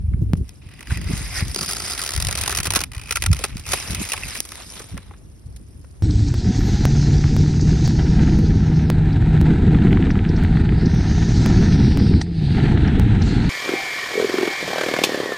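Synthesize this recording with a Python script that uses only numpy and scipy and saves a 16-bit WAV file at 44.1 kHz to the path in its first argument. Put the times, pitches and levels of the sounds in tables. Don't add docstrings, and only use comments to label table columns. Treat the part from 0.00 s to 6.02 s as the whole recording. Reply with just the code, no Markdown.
import sys
import numpy as np
from scipy import signal
from scipy.fft import rfft, irfft, next_fast_len
from scipy.io import wavfile
from scipy.ndimage import uniform_filter1d, map_coordinates

SR = 44100
rng = np.random.default_rng(int(sys.argv[2]) if len(sys.argv) > 2 else 0)


def unload_wav(signal):
    wavfile.write(
        sys.argv[1],
        SR,
        np.round(np.clip(np.atleast_2d(signal).T, -1, 1) * 32767).astype(np.int16),
    )


N = 265614

# (time [s], crisp rustle [dB], broad-leaf swish [dB re rustle])
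RUSTLE = [(.36, -70, -6), (.372, -48, -23.5), (.4, -66, -14), (.49, -58, -4), (.61, -64.5, -11),
          (.62, -64.5, 7), (.67, -62.5, 2.5), (.86, -61, 2), (.92, -37, -5.5), (1.0, -56, 5.5),
          (1.13, -38, -3.5), (1.33, -39.5, -4.5), (1.37, -29.5, -8.5), (1.41, -35, -0.5), (1.43, -44.5, -2),
          (1.6, -35, -8.5), (1.87, -31.5, -5.5), (2.1, -41, -1.5), (2.5, -35.5, 1.5), (2.68, -53, 5.5),
          (2.76, -37, 1.5), (2.83, -44, 2), (2.86, -53, 1), (2.91, -64.5, 1), (3.06, -45.5, -2),
          (3.18, -44, -5), (3.21, -44.5, -4), (3.25, -38.5, -2), (3.3, -50.5, -1), (3.43, -36.5, -2),
          (3.53, -48, 1.5), (3.64, -46.5, -4), (3.72, -29.5, -4), (3.87, -34.5, -5), (3.98, -40, 0),
          (4.03, -25, -13), (4.045, -37, -7), (4.15, -39, -0.5), (4.23, -37.5, -4.5), (4.38, -34.5, -5),
          (4.45, -45, -8.5), (4.61, -40.5, 0.5), (4.67, -41, -12.5), (4.78, -38, -1.5), (4.85, -44, -6.5),
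          (5.0, -54.5, 4.5), (5.17, -61.5, -0.5), (5.2, -60, -21)]
# (time [s], share [re a full-level crackle])
STEADY_HISS = [(.6, 0.48), (1.4, 0.56), (1.55, 0.35), (3.6, 0.24), (3.75, 0.43), (5.2, 0.27)]
# (frequency [Hz], level [dB per Hz])
CRISP_SPECTRUM = [(300, 1), (1000, -15), (3300, -3), (4300, -2), (4900, 2.5), (5600, 5), (6300, 2),
                  (8500, 3), (10000, 4), (12000, -3), (13500, -22), (15500, -31), (17000, -18)]
SWISH_SPECTRUM = [(300, -4.5), (600, -1.5), (1300, -1.5), (1750, -4.5), (2200, -2.5), (3000, -4),
                  (4000, -2), (8000, -58)]
RASP_SPECTRUM = [(2500, -40), (4400, -14), (4750, 0), (5150, 0), (5600, -14), (9000, -40)]
RASP_DB = -5

# (time [s], share of higher ring [0-1], ring [dB re slip], struck overtone [dB re slip],
# rubbed ring [dB re swish])
BLADE = [(.55, 0.67, -9, -29, 1), (.65, 0.86, -2, -32, 1), (.95, 0.5, 1, -25, 3.5),
         (1.2, 0.2, -18, -11, -2.5), (1.39, 0.0, -19, -16, 5), (1.5, 0.42, -15, 3, -3),
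         (2.85, 0.8, -6, -10.5, -6), (2.92, 0.6, -2.5, -10, -1), (3.09, 1, -6, -9, 3),
         (3.12, 0.78, -1.5, -4, -2), (3.9, 0.86, -16, -12, 0.5), (4.23, 0.76, 2, -5, -0.5),
         (4.4, 0.82, -25, -5.5, 0), (4.6, 0.2, -8, -14, -12.5)]
# (ring [Hz], overtone [Hz], overtone level [dB])
BLADE_BANDS = [(2050, 4900, -2), (2550, 5000, -14)]
# (frequency [Hz], level at lower ring [dB], level at higher ring [dB])
RING_MODES = [(1974, 6.5, -5), (2470, -18, 7), (2930, -13, -2)]
OVERTONE_MODES = [(4790, -1, 0), (5090, 0, -3.5), (6250, -13, -6), (9490, -11, -1)]
RING_DECAY_S, OVERTONE_DECAY_S = .0024, .002
NOISY_RING_DB = -5

# (time [s], level [dB], stalk body
# [dB re level], length [ms])
SNAPS = [(0.134, -53, 7, 4.8), (0.4924, -21, -32, 1.6), (0.8715, -27, -13, 2.7), (0.9057, -39, 4.5, 13),
         (1.1262, -37, -3, 20), (1.1759, -21, -28, 4.2), (1.5458, -12, -29, 2.4), (1.5605, -16, -9.5, 3.2),
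         (1.5882, -18, -8.5, 4.5), (1.6099, -18.5, -11, 7.3), (1.63, -19, -13.5, 9.5),
         (1.66, -19, -44, 5.9), (1.6886, -17, -15, 7.4), (1.7101, -17, -19, 6.1), (1.7331, -18, -12.5, 2.7),
         (1.9769, -21, -12.5, 7.5), (2.1628, -15, -15, 3.4), (2.176, -18, -14, 4), (2.2007, -16, -11.5, 5),
         (2.2231, -14.5, -19, 4), (2.2481, -14.5, -13, 3.2), (2.2692, -14, -13, 3.5),
         (2.2851, -17.5, -8, 4.8), (2.3265, -14, -12, 2.8), (2.3525, -14.5, -11.5, 4.1),
         (2.374, -20.5, -10, 20), (2.4112, -16.5, -15.5, 9), (2.436, -13, -11, 2.4),
         (2.4601, -16, -10, 3.7), (2.477, -13, -11.5, 4.8), (2.4943, -17, -7, 4.7), (2.525, -12.5, -5, 2.6),
         (2.5491, -13, -10.5, 3.8), (2.5707, -14.5, -15, 7.9), (2.5861, -12.5, -10, 4),
         (2.6018, -16, -6, 5.3), (2.6306, -18, -19, 5.3), (2.6541, -14.5, -8.5, 7.8),
         (2.6686, -15.5, -8.5, 5.8), (2.7046, -11.5, -15.5, 5.3), (2.7363, -16, -5, 4.4),
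         (2.7571, -8.5, -13, 11.4), (2.8051, -16.5, -7.5, 4), (2.8373, -15, -15, 3.4),
         (3.1081, -13.5, -14, 5.9), (3.1225, -17.5, -17, 6.3), (3.1564, -15, -26, 7.2),
         (3.1693, -17, -9, 4.9), (3.222, -13.5, -11, 5), (3.2378, -17.5, -7.5, 3.9),
         (3.2614, -13, -11.5, 4.8), (3.3142, -25, -9, 4), (3.3295, -14, -13, 4.7),
         (3.4387, -12.5, -9.5, 5.3), (3.4499, -20.5, -9, 4.1), (3.4995, -44, -19, 2.5),
         (3.535, -51, 3, 7.1), (3.5694, -20.5, -18, 0.62), (3.6642, -24.5, -8, 4), (3.7205, -15, -18, 4.6),
         (3.7327, -8, -9.5, 5.8), (3.906, -24, -15, 15), (3.9467, -17, -11, 5.9), (4.1189, -19, -21, 8.5),
         (4.1325, -18, -7, 7), (4.1767, -26.5, -5, 4.7), (4.2343, -22, -7, 1.1), (4.2829, -26.5, -23, 7.6),
         (4.3504, -26.5, -5, 5), (4.3751, -24, -25, 4.3), (4.4034, -4.5, -29, 1.4), (4.4893, -28, -18, 3.1),
         (4.5191, -20, -6, 2.3), (4.5555, -26, -17, 1.9), (4.7943, -35, -1.5, 11), (4.9679, -44, 10, 3),
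         (4.9764, -30.5, 1, 3.5), (5.1087, -56, 15, 3.6), (5.1355, -55.5, 14, 4.5), (5.5623, -39, -40, 8.1),
         (5.8436, -55, 12.5, 2.1)]
# (time [s], level [dB])
SLIPS = [(0.688, -39), (.7138, -43), (0.737, -36), (0.763, -48), (0.792, -36), (0.807, -29.5), (0.827, -31),
         (.8566, -40), (.885, -50), (0.9556, -30), (0.972, -24), (1.014, -29), (1.042, -29),
         (1.4504, -29.5), (1.4813, -27), (1.514, -28.5), (1.6252, -23.5), (1.6463, -24), (1.6811, -25),
         (1.6999, -19), (1.722, -21.5), (1.7664, -20), (1.8013, -19), (1.82, -23), (1.851, -23),
         (1.8793, -21.5), (1.899, -22), (1.9085, -21), (1.92, -21), (1.9341, -19.5), (1.9492, -25),
         (1.992, -18.5), (2.004, -24), (2.016, -17.5), (2.0254, -19), (2.0368, -18.5), (2.049, -23.5),
         (2.062, -17.5), (2.076, -20), (2.0908, -16.5), (2.1056, -20.5), (2.118, -21), (2.1362, -16.5),
         (2.1496, -21), (2.214, -24.5), (2.3105, -19), (2.387, -24), (2.506, -18.5), (2.515, -18.5),
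         (2.5604, -18), (2.6436, -22), (2.7198, -18), (2.7498, -12.5), (2.7903, -19.5), (2.8133, -16.5),
         (2.9174, -25), (2.9337, -27.5), (2.948, -25), (2.9649, -28.5), (2.9798, -26), (2.995, -27),
         (3.0146, -27.5), (3.0354, -29), (3.058, -31), (3.0722, -32.5), (3.084, -30), (3.092, -25.5),
         (3.346, -30), (3.3663, -24.5), (3.39, -24), (3.578, -33.5), (3.5954, -30), (3.678, -27),
         (3.6888, -22), (3.699, -32), (3.708, -42), (3.7174, -17.5), (4.051, -25), (4.0679, -30),
         (4.0888, -22.5), (4.0975, -22.5), (4.1044, -27), (4.451, -28.5), (4.543, -37)]
SLIP_BODY_DB, SLIP_MS = -13.5, 4.63
# (time [s], level [dB re slip])
TEARING = [(.6, -9), (1.5, -4), (2.3, -3), (2.85, -2.5), (2.92, -9), (3.09, -9), (3.12, -2.5)]
TEAR_HALF, BODY_HALF = 0.85, 1.33
CLICK_DB, CLICK_HALF_MS = 0, .5
# (frequency [Hz], level [dB per Hz])
TEAR_SPECTRUM = [(600, -5.5), (1500, -19), (2200, -8.5), (3300, 0), (4300, 1.5), (4900, -3), (5600, 2.5),
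                 (7500, 1), (8500, -1), (10000, 3), (12000, -4.5), (13500, -9), (15500, -13), (17000, -20)]
BODY_SPECTRUM = [(200, -23), (350, -1.5), (550, -4.5), (750, -2.5), (950, 1), (1330, 0.5), (1600, 0),
                 (2000, -2.5), (3000, -7.5), (6000, -47)]
# (frequency [Hz], level [dB re stalk body], t60 before the cap [s])
STALK_MODES = [(387, -7, 0.048), (716, -2, 0.016), (1334, 0.5, 0.025)]
# (time [s], gain [dB])
STALK_FREEDOM = [(.6, -16), (1.5, -8), (1.56, 0.5), (1.8, 7.5), (2.3, -5), (2.8, -1), (2.95, -13.5),
                 (3.2, -10), (3.45, 3), (4.2, -10), (5.0, -10)]
# (time [s], frequency [Hz], level [dB], t60 before the cap [s])
PITCHED_RINGS = [(.9061, 1500, -18, 0.016), (1.5614, 386, -18.5, 0.029), (3.108, 1367, -22, 0.043),
                 (3.125, 1360, -19, 0.024), (3.159, 1390, -14.5, 0.034), (3.172, 1340, -17, 0.024),
                 (3.223, 1970, -32, 0.049), (3.263, 1370, -17, 0.029), (3.331, 1350, -21, 0.026),
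                 (3.395, 504, -28.5, 0.038), (3.41, 480, -25.5, 0.025), (3.443, 378, -24.5, 0.043),
                 (3.734, 568, -15.5, 0.014), (3.439, 2630, -11.5, 0.017), (4.119, 2710, -14.5, 0.026),
                 (4.139, 890, -35, 0.035), (4.177, 2200, -24, 0.024), (4.234, 2620, -16, 0.021),
                 (4.284, 1440, -32, 0.017), (4.354, 1550, -22.5, 0.018), (4.803, 440, -25.5, 0.023),
                 (4.896, 700, -39, 0.023), (4.97, 560, -30, 0.017), (5.11, 825, -38, .05),
                 (5.113, 375, -38, 0.071), (5.843, 510, -40.5, .025), (5.8435, 1510, -46, .012)]
T60_CAP_S = .045

# (time [s], rumble [dB], flutter [dB re rumble])
WIND = [(0.0, -20, -11), (0.03, -20.5, -21), (0.42, -25, -7.5), (0.48, -39.5, -25), (0.85, -43, -0.5),
        (0.91, -25, -9.5), (1.52, -30.5, -13.5), (1.57, -38, 0.5), (2.08, -40, -7), (2.23, -22.5, -26.5),
        (2.48, -34, -7), (2.58, -29, -18.5), (3.17, -40, -13.5), (3.32, -15, -21.5), (3.37, -27.5, -15),
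        (3.45, -41, -4), (3.55, -27.5, -13.5), (3.66, -43.5, -28), (3.7, -25.5, -12), (3.79, -43, -18),
        (3.94, -26, -6), (4.11, -44.5, -4.5), (4.22, -30.5, -12.5), (4.43, -47, -7), (4.9, -43.5, -4.5),
        (4.95, -26, -21.5), (5.0, -40.5, -6.5), (5.28, -43.5, -18), (5.45, -43.5, -14),
        (5.48, -34.5, -20.5), (5.62, -41.5, -13), (5.97, -41.5, -9), (6.02, -31, -24)]
# (crest time [s], peak before the eddy cut [dB], push +1 or pull -1, frequency at crest [Hz])
THUMPS = [(0.0906, -8.5, -1, 60), (0.146, -10, 1, 115), (0.1956, -18, -1, 100), (0.2252, -9, -1, 89.5),
          (0.337, -1.5, -1, 126), (0.4157, -10, 1, 84), (0.667, -26, -1, 93), (0.924, -11, 1, 98),
          (1.1372, -9.5, -1, 125), (1.427, -10.5, -1, 101), (2.186, -15, -1, 80), (2.602, -17, -1, 107),
          (2.682, -18, 1, 108), (2.7696, -15, 1, 240), (2.9744, -19, -1, 73), (3.3063, -5.5, -1, 102),
          (3.559, -18.5, -1, 144), (3.9069, -18, -1, 123), (3.935, -21, -1, 134), (4.953, -28, -1, 72.5),
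          (5.469, -24.5, 1, 83.6)]
# (time [s], level [dB])
TICKS = [(0.3345, -10), (0.3549, -32)]
# (frequency [Hz], level [dB per Hz])
RUMBLE_SPECTRUM = [(22, -30), (31, -13), (40, -1), (59, 4.5), (97, 1.5), (156, -9.5), (200, -15),
                   (260, -38), (440, -120)]
FLUTTER_SPECTRUM = [(90, -37), (150, 0.5), (250, -1), (400, -9), (540, -24), (700, -34), (1500, -52)]
CALM_DB, LUMPS_PER_DB = -57, 0.15
EDDY_CUT_HZ = 37

# (frequency [Hz], level [dB per Hz])
FAR_SPECTRUM = [(150, -1.5), (300, -3.5), (500, -11.5), (800, -18), (1300, -22), (2000, -24.5), (4200, -31),
                (6500, -37.5), (10000, -25), (12000, -38), (13500, -42), (15500, -51)]
FAR_DB = -51

# (frequency [Hz], correlation [0-1])
NEAR_ALIKE = [(300, 0.07), (700, 0.37), (1500, 0.99), (2300, 0.96), (2900, 0), (4500, 0.05), (5200, 0.55),
              (7300, 0.99), (8900, 0.87), (10200, 1), (12200, 0.26), (13800, 1), (16000, .7)]
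FAR_ALIKE = [(200, 0.27), (700, 0.018), (4500, 0.081), (5500, 0.76), (7300, 1), (8900, 0.67), (10500, 1),
             (12200, .6), (13800, 0.84)]
# (frequency [Hz], phase [half turns])
CHANNEL_TURN = [(2400, 0), (3600, .45), (5000, .05), (7150, 1), (7600, 1), (9800, 2), (11200, 2),
                (12800, 3), (14200, 3), (15700, 4)]
# (frequency [Hz], left minus right [dB])
PORT_BALANCE = [(750, 0.5), (1500, 0.5), (2700, -2), (4200, -2.5), (6000, 0)]
LOW_CUT_HZ, TOP_HZ = 33, 15900


def leaves():
    crisp_db, swish_db = curves(RUSTLE)
    _, _, overtone_db, rubbed_db = curves(BLADE)
    when, depth, spread = rng.random((1500, 3)).T
    crackle = bursts(when * N / SR, amp(-24 * depth), 0.0017, 0.00089 + 0.0018 * spread)
    grain = unit(curves(STEADY_HISS)[0] + crackle)
    crisp = amp(crisp_db) * rush(CRISP_SPECTRUM, NEAR_ALIKE, patchy_db=3.5)
    broad = rush(SWISH_SPECTRUM, NEAR_ALIKE, patchy_db=2)
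    rubbed = amp(rubbed_db) * blade_noise(width_hz=730, patchy_db=4.0)
    swish = amp(crisp_db + swish_db) * (broad + rubbed)
    rasp = amp(crisp_db + overtone_db + RASP_DB) * rush(RASP_SPECTRUM, NEAR_ALIKE, patchy_db=6)
    return grain * (crisp + swish + rasp)


def stalks():
    s, db, body_db, length_ms = np.concatenate([SNAPS, creaks()]).T
    length_s = length_ms / 1000
    fibres = unit(amp(3 * wobble(1500)))
    torn = fibres * rush(TEAR_SPECTRUM, NEAR_ALIKE, patchy_db=0.5)
    noisy_ring = amp(curves(BLADE)[1] + NOISY_RING_DB) * blade_noise(width_hz=1200, patchy_db=-0.5)
    tear_db = db + np.interp(s, *np.transpose(TEARING))
    click = bursts(s, amp(tear_db + CLICK_DB), 0.00057, np.full(len(s), CLICK_HALF_MS / 1000))
    tearing = bursts(s, amp(tear_db), 0.00088, TEAR_HALF * length_s)
    crack = np.hypot(click, tearing) * (torn + noisy_ring)
    body_envelope = bursts(s, amp(db + body_db), 0.005, BODY_HALF * length_s)
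    body = body_envelope * rush(BODY_SPECTRUM, NEAR_ALIKE, patchy_db=3.5)
    pitched = rings(*np.transpose(PITCHED_RINGS))
    return crack + body + blade_strikes(s, db, body_db) + stalk_ring(s, db + body_db) + pitched


def creaks():
    s, db = np.transpose(SLIPS)
    length_ms = SLIP_MS * amp(1.2 * rng.standard_normal(len(s)))
    return np.transpose([s, db, np.full(len(s), SLIP_BODY_DB), length_ms])


def blade_noise(width_hz, patchy_db):
    def band(hz, width_hz):
        skirts = [(hz / 3, -35), (hz - width_hz, -12), (hz, 0), (hz + width_hz, -12), (hz * 2, -35)]
        return rush(skirts, NEAR_ALIKE, patchy_db)

    share = curves(BLADE)[0]
    low, high = [band(hz, width_hz) + amp(db) * band(over_hz, width_hz / 2)
                 for hz, over_hz, db in BLADE_BANDS]
    return np.sqrt(1 - share) * low + np.sqrt(share) * high


def blade_strikes(s, db, body_db):
    when, share, ring_db, overtone_db, _ = np.transpose(BLADE)
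    t = np.arange(SR // 50) / SR
    out = np.zeros(N)
    higher = np.interp(s, when, share)
    strike_db = db + np.minimum(body_db + 18, 0)
    groups = [(RING_MODES, ring_db, RING_DECAY_S), (OVERTONE_MODES, overtone_db, OVERTONE_DECAY_S)]
    for modes, group_db, decay_s in groups:
        level_db = strike_db + np.interp(s, when, group_db)
        envelope = (1 - np.exp(-t / 0.0005)) * np.exp(-t / decay_s)
        for hz, low_db, high_db in modes:
            draw = rng.standard_normal((len(s), 2))
            pitch_hz = hz * (1 + .008 * draw[:, :1])
            mode_db = low_db + higher * (high_db - low_db)
            gain = amp(level_db + mode_db + 2.6 * draw[:, 1])
            out += overlap(s, gain[:, None] * np.sin(2 * np.pi * pitch_hz * t) * envelope)[:N]
    return out


def stalk_ring(s, db):
    draw = rng.standard_normal((len(s), 6))
    free_db = db + np.interp(s, *np.transpose(STALK_FREEDOM))
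    out = np.zeros(N)
    for k, (hz, mode_db, t60_s) in enumerate(STALK_MODES):
        pitch_hz = hz * (1 + 0.029 * draw[:, k])
        out += rings(s, pitch_hz, free_db + mode_db + draw[:, 3 + k], np.full(len(s), t60_s))
    return out


def rings(s, hz, db, t60_s):
    t = np.arange(SR // 20) / SR
    decay_db = -60 * t / np.minimum(t60_s, T60_CAP_S)[:, None]
    attack = 1 - np.exp(-t / 0.00064)
    return overlap(s, amp(db[:, None] + decay_db) * np.sin(2 * np.pi * hz[:, None] * t) * attack)[:N]


def wind():
    rumble_db, flutter_db = curves(WIND)
    lumps = wobble(22.056)
    rumble_noise = rush(RUMBLE_SPECTRUM, [(30, 0.93), (150, 0.66)], patchy_db=-1.0)
    rumble = amp(rumble_db) * unit(amp(1.3 * lumps) * rumble_noise)
    gust_lumps_db = 4.6 * lumps + LUMPS_PER_DB * (rumble_db - CALM_DB) * wobble(45)
    flutter_noise = rush(FLUTTER_SPECTRUM, [(150, 1.0), (500, 0.1)], patchy_db=4)
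    flutter = amp(rumble_db + flutter_db) * unit(amp(gust_lumps_db) * flutter_noise)
    return rumble + flutter + thumps()


def thumps():
    half = SR // 25
    t = np.arange(-half, half) / SR
    eddies = np.zeros(N + SR)
    for s, db, sign, hz in THUMPS:
        cycles = hz * t * (1 - 12 * t)
        fade = np.exp(-(cycles * np.where(t < 0, 3.5, 2.2)) ** 2)
        start = round(s * SR) - half
        eddies[start:start + len(t)] += sign * amp(db) * np.cos(2 * np.pi * cycles) * fade
    return filtered(eddies[:N], lambda hz: low_cut(hz, EDDY_CUT_HZ))


def ticks():
    t = np.arange(SR // 25) / SR
    out = np.zeros(N)
    for s, db in TICKS:
        start = round(s * SR)
        out[start:start + len(t)] += amp(db) * np.exp(-t / 0.0083)
    return out


def shore():
    return amp(FAR_DB + .6 * wobble(11.0)) * rush(FAR_SPECTRUM, FAR_ALIKE, patchy_db=1.5)


def amp(db):
    return 10 ** (np.asarray(db) / 20)


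def unit(x):
    return x / np.sqrt(np.mean(x ** 2) + 1e-20)


def along(points, hz):
    f, v = np.transpose(points)
    return np.interp(np.log(hz + 1), np.log(f + 1), v)


def curves(rows):
    s, *cols = np.transpose(rows)
    return [np.interp(np.arange(N) / SR, s, c) for c in cols]


def wobble(rate_hz):
    knots = rng.standard_normal(int(N * rate_hz / SR) + 4)
    return map_coordinates(knots, [np.arange(N) * rate_hz / SR])


def filtered(x, response):
    m = next_fast_len(N + 8192)
    return irfft(rfft(x, m) * response(np.fft.rfftfreq(m, 1 / SR)), m)[..., :N]


def low_cut(hz, cut_hz):
    return hz ** 2 / np.hypot(hz ** 2, cut_hz ** 2)


def rush(spectrum, alike, patchy_db):
    z = signal.stft(rng.standard_normal((2, N)), nperseg=256)[2]
    field = rng.standard_normal(z.shape[1:])
    field = uniform_filter1d(uniform_filter1d(field, 5, 0), 4, 1)
    pair = signal.istft(z * amp(patchy_db * unit(field)), nperseg=256)[1][:, :N]

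    def mid_side(hz):
        angle = np.arccos(np.clip(along(alike, hz), -1, 1)) / 2
        return amp(along(spectrum, hz)) * [np.cos(angle), np.sin(angle)]

    mid, side = filtered(pair, mid_side)
    return unit(np.array([mid + side, mid - side]))


def overlap(s, waves):
    at = (s * SR).astype(int)[:, None] + np.arange(waves.shape[1])
    return np.bincount(at.ravel(), waves.ravel(), N + SR)


def bursts(s, gains, rise_s, half_s):
    t = np.arange(SR // 20) / SR
    rise = np.sin(np.pi / 2 * np.clip(t / rise_s, 0, 1))
    decay = .5 ** ((t / half_s[:, None]) ** 1.42)
    return np.sqrt(overlap(s, (gains[:, None] * rise * decay) ** 2)[:N])


def scene():
    return leaves() + stalks() + wind() + ticks() + shore()


def record(dry):
    f, turn = np.transpose(CHANNEL_TURN)

    def ports(hz):
        phase = .5j * np.pi * np.interp(hz, f, turn)
        level = np.log(amp(along(PORT_BALANCE, hz) / 2))
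        band = (hz < TOP_HZ) * low_cut(hz, LOW_CUT_HZ)
        return np.exp(np.outer([1, -1], phase + level)) * band

    return filtered(dry, ports)


dry = scene()
out = record(dry)
unload_wav(out)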